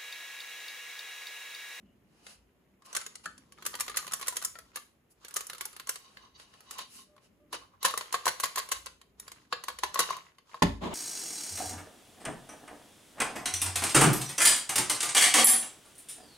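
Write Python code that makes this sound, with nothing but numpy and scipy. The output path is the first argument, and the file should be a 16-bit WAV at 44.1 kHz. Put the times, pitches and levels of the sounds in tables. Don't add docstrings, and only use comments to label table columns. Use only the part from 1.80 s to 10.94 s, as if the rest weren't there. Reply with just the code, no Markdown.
import sys
import numpy as np
from scipy import signal
from scipy.fft import rfft, irfft, next_fast_len
from scipy.io import wavfile
from scipy.ndimage import uniform_filter1d, map_coordinates

SR = 44100
rng = np.random.default_rng(int(sys.argv[2]) if len(sys.argv) > 2 else 0)


def generate_wav(signal):
    frames = np.transpose(np.atleast_2d(signal))
    scaled = np.clip(frames, -1, 1) * 32767
    pcm = np.round(scaled).astype(np.int16)
    wavfile.write(sys.argv[1], SR, pcm)


N = 403074

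# frequency in Hz, relative level in dB per Hz.
CLACK_SPECTRUM = [(100, -25.5), (250, -13.5), (500, 2), (800, -5.5), (1250, 3.5), (1900, 7), (2350, 0.5),
                  (3100, 3.5), (3700, 1.5), (4500, 5.5), (5600, -10.5), (7000, -9), (10000, -44.5)]
# frequency in Hz, relative level in dB per Hz.
PAPER_SPECTRUM = [(200, -22.5), (600, -8), (890, 8), (1070, 15.5), (1300, 8.5), (1700, 0.5), (2300, -4.5),
                  (3000, 3.5), (4000, 4.5), (5200, 2), (7000, 0.5), (10000, -6), (14000, -14.5),
                  (16000, -38)]
# frequency in Hz, level in dB, t60 in seconds.
TABLE_MODES = [(57.3, -33, 0.7), (83.5, -33, 0.66), (106, -30, 0.19), (174, -16.5, 0.16),
               (216.5, -26, 0.25), (279.3, -24.5, 0.24), (326, -26, 0.14), (394, -27, 0.16),
               (787, -47, 0.2), (975, -45, .12)]


def amp(db):
    return 10 ** (np.asarray(db) / 20)


def unit(x):
    return x / np.sqrt(np.mean(x ** 2) + 1e-20)


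def along(points, hz):
    f, v = np.transpose(points)
    return np.interp(np.log(hz + 1), np.log(f), v)


def curve(rows):
    return np.interp(np.arange(N) / SR, *np.transpose(rows))


def wobble(rate):
    knots = rng.standard_normal(int(N * rate / SR) + 4)
    steps = np.arange(0, len(knots) - 1, 1 / 10)
    return np.interp(np.arange(N) * rate / SR, steps, map_coordinates(knots, [steps]))


def swell(s, half):
    return np.exp(-np.minimum(((np.arange(N) / SR - s) / half) ** 2, 30))


def decay(t, t60, attack):
    return np.exp(-np.log(1000) * t / t60) * (1 - np.exp(-t / attack))


def add(out, s, x):
    part = out[:, round(s * SR):][:, :x.shape[-1]]
    part += x[..., :part.shape[-1]]


def filtered(x, response):
    m = next_fast_len(x.shape[-1] + 8192)
    return irfft(rfft(x, m) * response(np.fft.rfftfreq(m, 1 / SR)), m)[..., :x.shape[-1]]


def spread(hz):
    # frequency in Hz, left-right likeness from 0 to 1.
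    likeness = [(100, 0.92), (400, 0.71), (1100, 0.31), (2000, 0.12), (5000, 0.028)]
    turn = np.arccos(np.clip(along(likeness, hz), 0, 1)) / 2
    return np.array([np.cos(turn), np.sin(turn)])


def coloured(x, spectrum):
    mid, side = filtered(x, lambda hz: amp(along(spectrum, hz)) * spread(hz))
    return unit(np.array([mid + side, mid - side]))


def patchy(depth_db):
    bands = signal.stft(rng.standard_normal((2, N)), nperseg=4096)[2]
    field = uniform_filter1d(rng.standard_normal(bands.shape[1:]), size=4, axis=0)
    field = uniform_filter1d(field, size=5, axis=1)
    return signal.istft(bands * amp(depth_db * unit(field)), nperseg=4096)[1][:, :N]


def narrow_noise(rows, width_hz):
    out = np.zeros(N)
    for s, half, hz, db in rows:
        band = filtered(rng.standard_normal(N), lambda f: 1 / (1 + ((f - hz) / width_hz) ** 4))
        out += amp(db) * swell(s, half) * unit(band)
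    return out


def blow(x):
    return x / np.sqrt(np.sum(x ** 2) / 2 / (SR / 100))


def ring(hz, t60, attack, lead=0):
    t = np.arange(SR // 20) / SR
    return blow(np.sin(2 * np.pi * hz * (t + np.array([[lead], [0]]))) * decay(t, t60, attack))


def modal(modes):
    t = np.arange(SR // 2) / SR
    return sum(amp(db) * np.sin(2 * np.pi * hz * t) * decay(t, t60, 0.0019) for hz, db, t60 in modes)


def shell(spectrum, t60, attack, count):
    t = np.arange(SR // 20, dtype=np.float32) / SR
    hz = (np.arange(count) + rng.uniform(0.55, 1.536, count)) * spectrum[-1][0] / count
    life = t60 * np.exp(0.28 * rng.standard_normal((count, 1)))
    phase = np.float32(2 * np.pi * (hz[:, None] * t + rng.random((count, 1))))
    modes = np.sin(phase) * np.float32(decay(t, life, attack))
    weight = amp(along(spectrum, hz)) * spread(hz)

    def strike():
        mid, side = np.float32(weight * rng.standard_normal((2, count))) @ modes
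        return blow(np.array([mid + side, mid - side]))
    return strike


def room_tone():
    # time in seconds, relative level in dB.
    rumble_levels = [(0, -61.5), (.8, -70), (1.55, -64.5), (2.3, -61.5), (3.1, -70.5), (4.6, -68.5),
                     (5.7, -66.5), (6.3, -72), (7, -67.5), (8.3, -66.5), (8.7, -85)]
    # frequency in Hz, relative level in dB per Hz.
    rumble_spectrum = [(25, -26), (55, 1.5), (80, -6.5), (120, -6), (190, -1.5), (280, -6), (400, -7.5),
                       (500, -16.5), (900, -25.5), (2000, -48.5)]
    hiss_spectrum = [(100, 8.5), (500, 4.5), (1100, -5), (2000, -5.5), (3000, -9), (4500, -21.5),
                     (8000, -17.5), (14500, -15.5), (15500, -41.5)]
    rumble_db = curve(rumble_levels) - 3.5 + 1.5 * wobble(rate=5)
    rumble = amp(rumble_db) * coloured(patchy(depth_db=2.5), rumble_spectrum)
    return rumble + amp(-71.5) * coloured(rng.standard_normal((2, N)), hiss_spectrum)


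def effort():
    # start in seconds, end in seconds, strength in dB.
    handling = [(1.179, 1.219, -52), (1.3, 1.71, -70.5), (1.788, 2.1, -59), (2.148, 2.405, -59.5),
                (2.45, 2.6, -58.5), (2.7, 2.92, -66.5), (3.423, 3.955, -60), (4.117, 4.18, -70),
                (4.922, 5.027, -62), (6.203, 6.957, -56), (7.43, 7.613, -62.5), (7.75, 8.1, -74),
                (8.207, 8.276, -40.5), (8.717, 8.75, -55)]
    rise_db_per_s, fall_db_per_s, rest_db = 304.5, 118, -81.5
    t = np.arange(N) / SR
    start, end, db = np.transpose(handling)[:, :, None]
    before, after = np.maximum(start - t, 0), np.maximum(t - end, 0)
    spells = db - rise_db_per_s * before - fall_db_per_s * after
    return np.maximum(spells.max(axis=0), rest_db) + wobble(rate=7.9)


def rubbing(effort_db):
    slips_per_s = 420
    slips = (rng.random(N) < slips_per_s / SR) * amp(4.9 * rng.exponential(size=N).clip(0, 4))
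    grains = signal.fftconvolve(slips, decay(np.arange(SR // 20) / SR, t60=0.069, attack=.0006))[:N]
    grip = unit(0.41 + unit(grains))
    return amp(effort_db - 3) * coloured(grip * rng.standard_normal((2, N)), PAPER_SPECTRUM)


def rattles(effort_db):
    out = np.zeros((2, N))
    tap = shell(CLACK_SPECTRUM[:-5], t60=0.014, attack=0.0004, count=40)
    for place, size in rng.random((420, 2)):
        add(out, place * N / SR, amp(effort_db[int(place * N)] - 9.0 + 9.8 * size) * tap())
    return out


def table_bumps():
    # start in seconds, level in dB.
    arm_bumps = [(.01, -72), (.55, -63.5), (2.27, -71), (4.499, -67), (6.479, -70), (6.93, -56),
                 (7.38, -67), (7.89, -61)]
    out = np.zeros((2, N))
    t = np.arange(SR // 2) / SR
    lowest, second = (np.sin(2 * np.pi * hz * t) for hz, _, _ in TABLE_MODES[:2])
    boom = (lowest + 0.52 * second) * decay(t, t60=1.0, attack=.012)
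    for s, db in arm_bumps:
        add(out, s, amp(db) * boom)
    add(out, 1.459, amp(-33.5) * modal(TABLE_MODES))
    return out


def rumble_swells():
    # peak time in seconds, half length in seconds, frequency in Hz, level in dB.
    swells = [(0.048, .09, 215, -63), (1.56, .08, 245, -65), (1.86, 0.11, 353, -66), (2.3, .08, 185, -63),
              (5.18, 0.11, 225, -68), (5.72, 0.093, 315, -67), (7.621, .09, 270, -69)]
    return narrow_noise(swells, width_hz=55)


def squeaks():
    # peak time in seconds, half length in seconds, frequency in Hz, level in dB.
    fingertip_slips = [(.09, .05, 2880, -80), (4.558, .01, 4600, -62)]
    return narrow_noise(fingertip_slips, width_hz=170)


def strokes():
    # peak time in seconds, half length in seconds, level in dB, tilt in dB per octave.
    slides = [(0.417, 0.11, -68.5, -2.5), (0.5, 0.049, -54, 0), (1.062, 0.011, -52.5, 2),
              (1.106, .03, -57, -2.5), (1.447, 0.0089, -51, -0.5), (3.317, .014, -63, 9),
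              (4.328, 0.15, -65, -2.5), (4.614, 0.032, -57, -1), (4.798, 0.16, -64.5, -2.5),
              (4.936, 0.025, -49.5, -0.5), (5.009, 0.02, -45.5, -1.5), (5.166, 0.061, -51.5, 3.5),
              (5.448, .03, -65.5, -0.5), (5.747, 0.012, -37, -3)]
    # frequency in Hz, relative level in dB per Hz.
    swish_spectrum = [(100, -33), (500, -7.5), (1200, -3), (2200, -6.5), (2900, 1.5), (3400, -9.5),
                      (4000, -4), (5200, -3), (6600, -6.5), (9000, -2), (13500, -15.5), (16000, -34.5)]
    out = np.zeros((2, N))
    for s, half, db, tilt_db in slides:
        t = np.arange(-3 * half, 3 * half, 1 / SR)
        colour = [(hz, level + tilt_db * np.log2(hz)) for hz, level in swish_spectrum]
        swish = coloured(rng.standard_normal((2, len(t))), colour)
        add(out, s + t[0], amp(db) * np.exp(-(t / half) ** 2) * swish)
    return out


def contacts():
    # start in seconds, then clack, tick and cup levels in dB.
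    taps = [(.466, -45.5, -49.5, -79), (1.0206, -62, -64, -61), (1.1284, -47.5, -40, -62.5),
            (1.213, -45, -42, -47), (1.2632, -42, -36, -55), (1.3541, -46.5, -39.5, -61),
            (1.4566, -40, -38, -39.5), (1.5785, -57.5, -51.5, -75), (1.7218, -56, -51.5, -64),
            (1.784, -59.5, -66.5, -54), (1.8237, -47.5, -51, -55), (1.9313, -64.5, -52.5, -47.5),
            (1.9402, -39, -52, -43), (1.952, -41.5, -39.5, -50.5), (1.9895, -48, -54, -48),
            (2.0636, -53, -50, -54), (2.0797, -37.5, -44.5, -49.5), (2.0963, -44, -43, -42.5),
            (2.115, -49, -59, -51), (2.143, -45, -58, -47), (2.151, -49, -61, -49),
            (2.188, -42, -45, -42.5), (2.2257, -52, -56, -50), (2.245, -52, -56, -50),
            (2.2669, -47, -44, -52), (2.2775, -42, -45, -53), (2.311, -51, -53, -49),
            (2.3956, -52.5, -47, -49), (2.412, -43.5, -43, -48), (2.419, -45, -43, -49),
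            (2.4265, -40, -44, -49), (2.4622, -51, -52, -51), (2.5245, -48, -48, -44.5),
            (2.616, -48, -48, -48), (2.638, -49, -45, -54), (2.7541, -50, -66, -47),
            (2.7867, -50, -48, -50), (2.958, -40.5, -34, -57), (2.9693, -42, -45.5, -46.5),
            (3.4475, -47, -47, -64), (3.482, -53.5, -47, -70), (3.5083, -56, -52, -64),
            (3.5398, -54, -39, -59), (3.6065, -43.5, -40, -50), (3.6674, -60, -41, -74),
            (3.698, -40, -40.5, -50), (3.7312, -44.5, -45, -55), (3.748, -51, -50, -50),
            (3.7811, -53, -48, -62), (3.809, -36.5, -35, -52), (3.8533, -46.5, -34, -53),
            (3.9293, -58, -54, -63), (3.9638, -48, -48.5, -61), (3.9972, -43, -45, -52),
            (4.1567, -43.5, -43, -54), (4.37, -47.5, -61.5, -78), (4.5975, -50.5, -60, -82),
            (4.738, -58, -66, -68), (4.8052, -58, -58, -66), (4.9091, -46, -39.5, -76),
            (5.364, -66, -70, -63), (5.379, -63, -76, -63.5), (6.082, -40, -39, -41),
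            (6.108, -44, -42, -43), (6.1387, -43, -46, -32.5), (6.1752, -35.5, -30.5, -38),
            (6.2091, -38, -44, -42), (6.4782, -27, -27.5, -38), (6.605, -47.5, -38, -62),
            (6.655, -37.5, -35.5, -44), (6.7803, -33, -32.5, -39), (6.788, -47.5, -36, -38.5),
            (6.798, -39, -47, -44), (7.0595, -45.5, -41, -61), (7.067, -42, -53, -46.5),
            (7.2142, -55.5, -58.5, -63), (7.398, -54, -42, -62), (7.4792, -47.5, -48, -57),
            (7.517, -48.5, -46, -59), (7.7253, -32, -45.5, -30), (7.8374, -44, -41, -47.5),
            (7.8828, -35, -38.5, -33.5), (7.901, -49, -53, -46), (7.987, -43, -41.5, -50),
            (8.0341, -31, -34.5, -26), (8.173, -42, -55, -40), (8.1913, -26, -23.5, -31),
            (8.202, -35, -28.5, -28.5), (8.3052, -43, -41.5, -32), (8.366, -51, -48.5, -46),
            (8.5836, -57.5, -63, -59.5), (8.743, -50.5, -61.5, -38)]
    # landing in seconds, lead of the touch in ms, touch, clack, tick and cup levels in dB,
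    # looseness of the landing in ms.
    topples = [(1.165, 15.5, -29, -33.5, -24.5, -35.5, 2.12), (1.8621, 10, -39, -35, -29, -44, 0.99),
               (2.006, 7.5, -35, -36, -28, -45.5, 1.8), (2.1703, 10, -39.5, -33, -26.5, -45.5, 0.86),
               (2.3346, 15, -37.5, -37, -28.5, -42.5, 1.18), (2.4811, 11, -38.5, -35.5, -27.5, -44.5, 1.2),
               (2.567, 9.1, -45.5, -37, -30.5, -51, 1), (2.6479, 24, -38.5, -41.5, -27.5, -46, 2),
               (3.565, 4.6, -35.5, -36.5, -28, -42.5, 0.8), (4.0918, 20.5, -42, -36, -28.5, -45.5, 1.8),
               (4.989, 5.6, -43.5, -39, -45.5, -43.5, 3.8), (5.729, 2.9, -44.5, -38, -43, -37.5, 3.7),
               (6.0493, 20.8, -34, -24.5, -23.5, -24, 7), (6.342, 16.5, -33, -31.5, -36, -26.5, 7.4),
               (6.466, 10.8, -29.5, -35, -33, -22.5, 2.4), (6.636, 37, -32.5, -29.5, -29.5, -30.5, 8),
               (6.7736, 15.7, -32, -35.5, -40, -36.5, 4.7), (6.917, 29, -43.5, -32, -28, -35.5, 4.5),
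               (8.157, 14.3, -34, -37, -52, -32, 1.5)]
    # delay as a share of the looseness, plastic gain in dB, cup gain in dB.
    cascade = [(-.55, -10, -20.5), (0, -1, 0), (0.598, -7, -9.5), (1.299, -9.5, -29)]
    rows = list(taps)
    for s, ahead_ms, touch_db, clack_db, tick_db, cup_db, loose_ms in topples:
        rows.append((s - ahead_ms / 1000, touch_db - 5.5, touch_db, touch_db - 11))
        for share, plastic_db, hollow_db in cascade:
            landing_s = s + share * loose_ms / 1000
            rows.append((landing_s, clack_db + plastic_db, tick_db + plastic_db, cup_db + hollow_db))
    return rows


def graze(rise):
    t = np.arange(SR // 40) / SR
    return blow(rng.standard_normal((2, len(t))) * np.exp(-t / rise)[::-1])


def hollow(hz, t60):
    # frequency ratio, level in dB, share of the ring time.
    air_modes = [(1, 0, 1), (1.08, -10, 0.65), (1.42, -13.5, .45), (1.77, -19, 0.51)]
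    detune, scatter_db = 0.048, 4
    out = 0
    for k, (ratio, db, life) in enumerate(air_modes):
        louder, higher = rng.standard_normal(2).clip(-2, 2) * (k > 0)
        mode = ring(hz * ratio * (1 + detune * higher), t60=t60 * life, attack=0.0022, lead=.00006)
        out = out + amp(db + scatter_db * louder) * mode
    return out * amp([[1.2], [-1.2]])


def skewers():
    # frequency in Hz, relative level in dB per Hz.
    tick_spectrum = [(3500, -59), (5500, -0.5), (6700, -1), (8000, 0), (9300, 0), (10100, 0), (11000, -6),
                     (12200, -2.5), (13500, -2), (15300, -24), (16300, -36.5)]
    wall_spectrum = [(90, -16), (180, -10), (300, -13.5), (480, 1.5), (700, 1), (950, 0), (1300, -15),
                     (2000, -26)]
    snap_spectrum = [(11000, -54.5), (13500, 1.5), (15000, 0), (16300, -5.5)]
    # hollow pitch in Hz, its scatter as a share, its t60 in seconds,
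    # handle ping in Hz, its scatter in Hz, its level against the tick in dB.
    first_cup = (1190, 0.1, 0.07, 8966, 78.5, -7.5)
    second_cup = (1072.5, 0.03, .026, 4255, 274.5, -14)
    second_cup_s, snap_full_db = 4.85, -23
    out, grazes = np.zeros((2, 2, N))
    bodies = [shell(CLACK_SPECTRUM, t60=0.034, attack=0.00064, count=130) for _ in range(5)]
    tips = [shell(tick_spectrum, t60=.025, attack=.0013, count=130) for _ in bodies]
    walls = [shell(wall_spectrum, t60=0.072, attack=0.00074, count=36) for _ in bodies]
    snap = shell(snap_spectrum, t60=.009, attack=.0003, count=130)
    for s, clack_db, tick_db, cup_db in contacts():
        cup = first_cup if s < second_cup_s else second_cup
        hollow_hz, scatter, hollow_t60, ping_hz, ping_scatter_hz, ping_db = cup
        cup_hz = hollow_hz * (1 + scatter * rng.standard_normal())
        which, *neighbours = rng.permutation(len(bodies))[:4]
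        ping = ring(ping_hz + ping_scatter_hz * rng.standard_normal(), t60=0.03, attack=0.00081)
        air = hollow(cup_hz, hollow_t60)
        add(out, s, amp(clack_db) * bodies[which]() + amp(tick_db) * tips[which]())
        add(out, s, amp(tick_db + ping_db) * ping + amp(cup_db) * air + amp(cup_db - 10) * walls[which]())
        pop_hz = 1900 * 2 ** (.4 * rng.standard_normal())
        add(out, s, amp(clack_db - 14) * ring(pop_hz, t60=.014, attack=.0005, lead=.0001))
        tip_ring = ring(10190 + 130 * rng.standard_normal(), t60=0.021, attack=.0008)
        snap_db = tick_db - 17 + min(tick_db - snap_full_db, 0)
        add(out, s, amp(tick_db - 13) * tip_ring + amp(snap_db) * snap())
        jolt = amp(-5.5 + 2.3 * min(clack_db + 33, 0))
        delays = np.cumsum(rng.uniform(0.00099, .005, len(neighbours)))
        for other, delay in zip(neighbours, delays):
            chatter = amp(clack_db) * bodies[other]() + amp(tick_db) * tips[other]()
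            add(out, s + delay, jolt * np.exp(-delay / 0.019) * chatter)
        scrape = np.hypot(amp(clack_db), amp(tick_db)) * graze(rise=0.0089)
        add(grazes, s - scrape.shape[1] / SR, amp(-20.0) * scrape)
    return out + filtered(grazes, lambda hz: amp(along(PAPER_SPECTRUM, hz)))


def brought_in(x):
    # time in seconds, share of the sound that is dulled.
    off_mic = [(1.5, 1), (1.95, 0.25)]
    # frequency in Hz, gain off to the side in dB.
    shade = [(8000, -2.5), (11000, -8), (14000, -15)]
    away = curve(off_mic).clip(0, 1)
    return (1 - away) * x + away * filtered(x, lambda hz: amp(along(shade, hz)))


def rubbed_modes(modes, rough_db):
    def body(f):
        return sum((-1) ** k * amp(db) * 1j * f * width / (hz * hz - f * f + 1j * f * width)
                   for k, (hz, width, db) in enumerate(modes))
    friction = amp(rough_db * wobble(rate=110)) * rng.standard_normal((2, N))
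    mid, side = filtered(friction, lambda f: body(f) * spread(f))
    return unit(np.array([mid + side, mid - side]))


def drags():
    # peak time in seconds, half length in seconds, hollow level in dB, wall level in dB.
    moves = [(1.13, 0.07, -55, -70), (4.256, 0.05, -64.5, -61), (4.436, 0.061, -61.5, -65.5),
             (4.563, .012, -66, -60), (4.627, 0.06, -68, -63), (4.747, 0.031, -67, -65.5),
             (4.888, 0.027, -64, -63), (4.964, 0.056, -56.5, -58), (5.011, 0.031, -57, -48.5),
             (5.201, 0.039, -64.5, -58), (5.766, 0.0074, -45, -44), (5.838, 0.029, -55, -72.5),
             (5.944, .03, -61.5, -82.5), (6.075, 0.034, -39.5, -35.5), (6.959, .018, -49, -46.5),
             (8.222, 0.016, -42, -33.5), (8.328, 0.046, -41.5, -47)]
    # frequency in Hz, width in Hz, relative level in dB.
    air_modes = [(1069, 62, 0)]
    wall_modes = [(2020, 90, -8), (2917, 130, -1), (3820, 110, 2), (4040, 270, -7), (4560, 150, -2),
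                  (5800, 290, -7), (6330, 360, -10)]
    s, half, hollow_db, wall_db = np.transpose(moves)[:, :, None]
    swells = swell(s, half)
    air = (amp(hollow_db) * swells).sum(axis=0) * rubbed_modes(air_modes, rough_db=3.0)
    wall = (amp(wall_db) * swells).sum(axis=0) * rubbed_modes(wall_modes, rough_db=3.0)
    return air + wall


def ringing_pieces():
    # frequency in Hz, level in dB, t60 in seconds.
    loose_modes = [(1195, -44, 0.14), (1247, -36, 0.07), (1410, -27, 0.022), (1464, -28, 0.038),
                   (1660, -33.5, 0.1), (1756, -34.5, 0.071)]
    twang_modes = [(3700, -43, 0.14), (4050, -45, .14)]
    # start in seconds, gain in dB.
    loose_hits = [(1.457, 1), (7.727, -3)]
    out = np.zeros((2, N))
    for s, db in loose_hits:
        add(out, s, amp(db) * modal(loose_modes))
    add(out, 4.997, modal(twang_modes))
    return out


def far_tone():
    # time in seconds, relative level in dB.
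    levels = [(5.22, -100), (5.3, -68), (5.42, -67), (5.52, -80), (5.68, -64), (5.8, -100)]
    pitch_hz = 598 + 12 * wobble(rate=70)
    phase = 2 * np.pi * np.cumsum(pitch_hz) / SR
    level_db = curve(levels) - 3.0 + 5.2 * wobble(rate=25)
    return amp(level_db) * (np.sin(phase) + amp(-14.5) * np.sin(2 * phase))


def put_down():
    # time in seconds, level in dB.
    landing = [(8.821, -19.5), (8.824, -19.5), (8.8325, -27.5)]
    slide = [(9.008, -53), (9.018, -41.5), (9.04, -32.5), (9.07, -35), (9.1, -41), (9.14, -36)]
    # frequency in Hz, relative level in dB per Hz.
    knock_spectrum = [(120, -12), (250, 6.5), (450, -7.5), (620, -1.5), (820, 1), (1080, -10), (1500, -7.5),
                      (2100, -14), (3000, -13.5), (4400, -14), (5500, -20.5), (8000, -21), (14000, -32.5),
                      (15500, -56)]
    scrape_spectrum = [(40, -31.5), (110, -7.5), (190, 4), (280, -0.5), (400, 3.5), (490, -8), (600, 3),
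                       (720, -5.5), (1080, -2.5), (1400, -15.5), (3800, -17), (5200, -29), (7000, -28),
                       (14000, -43), (15500, -45.5)]
    out = np.zeros((2, N))
    knock = shell(knock_spectrum, t60=0.034, attack=0.0011, count=300)
    for s, knock_db in landing:
        add(out, s, amp(knock_db) * knock())
    add(out, landing[0][0], amp(-22.0) * ring(1046, t60=0.027, attack=0.0015))
    add(out, landing[1][0], modal(TABLE_MODES))
    slips = amp(0.84 * wobble(rate=170)) * rng.standard_normal((2, N))
    sliding = np.arange(N) / SR > slide[0][0]
    return out + sliding * amp(curve(slide)) * coloured(slips, scrape_spectrum)


def room(x, gap_s=.004):
    # frequency in Hz, t60 in seconds.
    decay_times = [(150, 0.31), (600, 0.33), (1400, 0.28), (3700, 0.32), (9700, 0.33), (15000, 0.31)]
    # frequency in Hz, echo gain in dB.
    echo_gains = [(100, -2), (500, -8), (1100, -9), (2000, -7), (4500, -7), (9000, -11), (15000, -12)]
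    out, step = np.zeros((2, N)), SR // 2
    for start in range(0, N, step):
        hz, t, bands = signal.stft(rng.standard_normal((2, SR // 3)), SR, nperseg=256)
        tail = signal.istft(bands * amp(-60 * t / along(decay_times, hz)[:, None]), SR, nperseg=256)[1]
        tail /= np.linalg.norm(tail[0])
        mid, side = filtered(tail, lambda f: amp(along(echo_gains, f)) * spread(f))
        echo = signal.fftconvolve(x[:, start:start + step], [mid + side, mid - side], axes=1)
        add(out, start / SR + gap_s, echo)
    return out


def scene():
    effort_db = effort()
    clatter = brought_in(skewers() + ringing_pieces())
    near = clatter + rattles(effort_db) + put_down() + strokes() + drags() + squeaks()
    foreground = near + room(near) + rubbing(effort_db) + table_bumps()
    return foreground + room_tone() + far_tone() + rumble_swells()


def record(dry):
    low_cut_hz, top_hz, lag_s = 42, 16300, 13 / SR
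    left, right = signal.sosfilt(signal.butter(4, low_cut_hz, "highpass", fs=SR, output="sos"), dry)
    blend = lambda hz: np.pi / 2 * np.clip((hz - 5000) / 4200, 0, .82)
    own = filtered(left, lambda hz: np.cos(blend(hz)))
    borrowed = filtered(right, lambda hz: np.sin(blend(hz)) * np.exp(-2j * np.pi * hz * lag_s))
    return filtered(np.array([own + borrowed, right]), lambda hz: hz < top_hz)


dry = scene()
out = record(dry)
generate_wav(out)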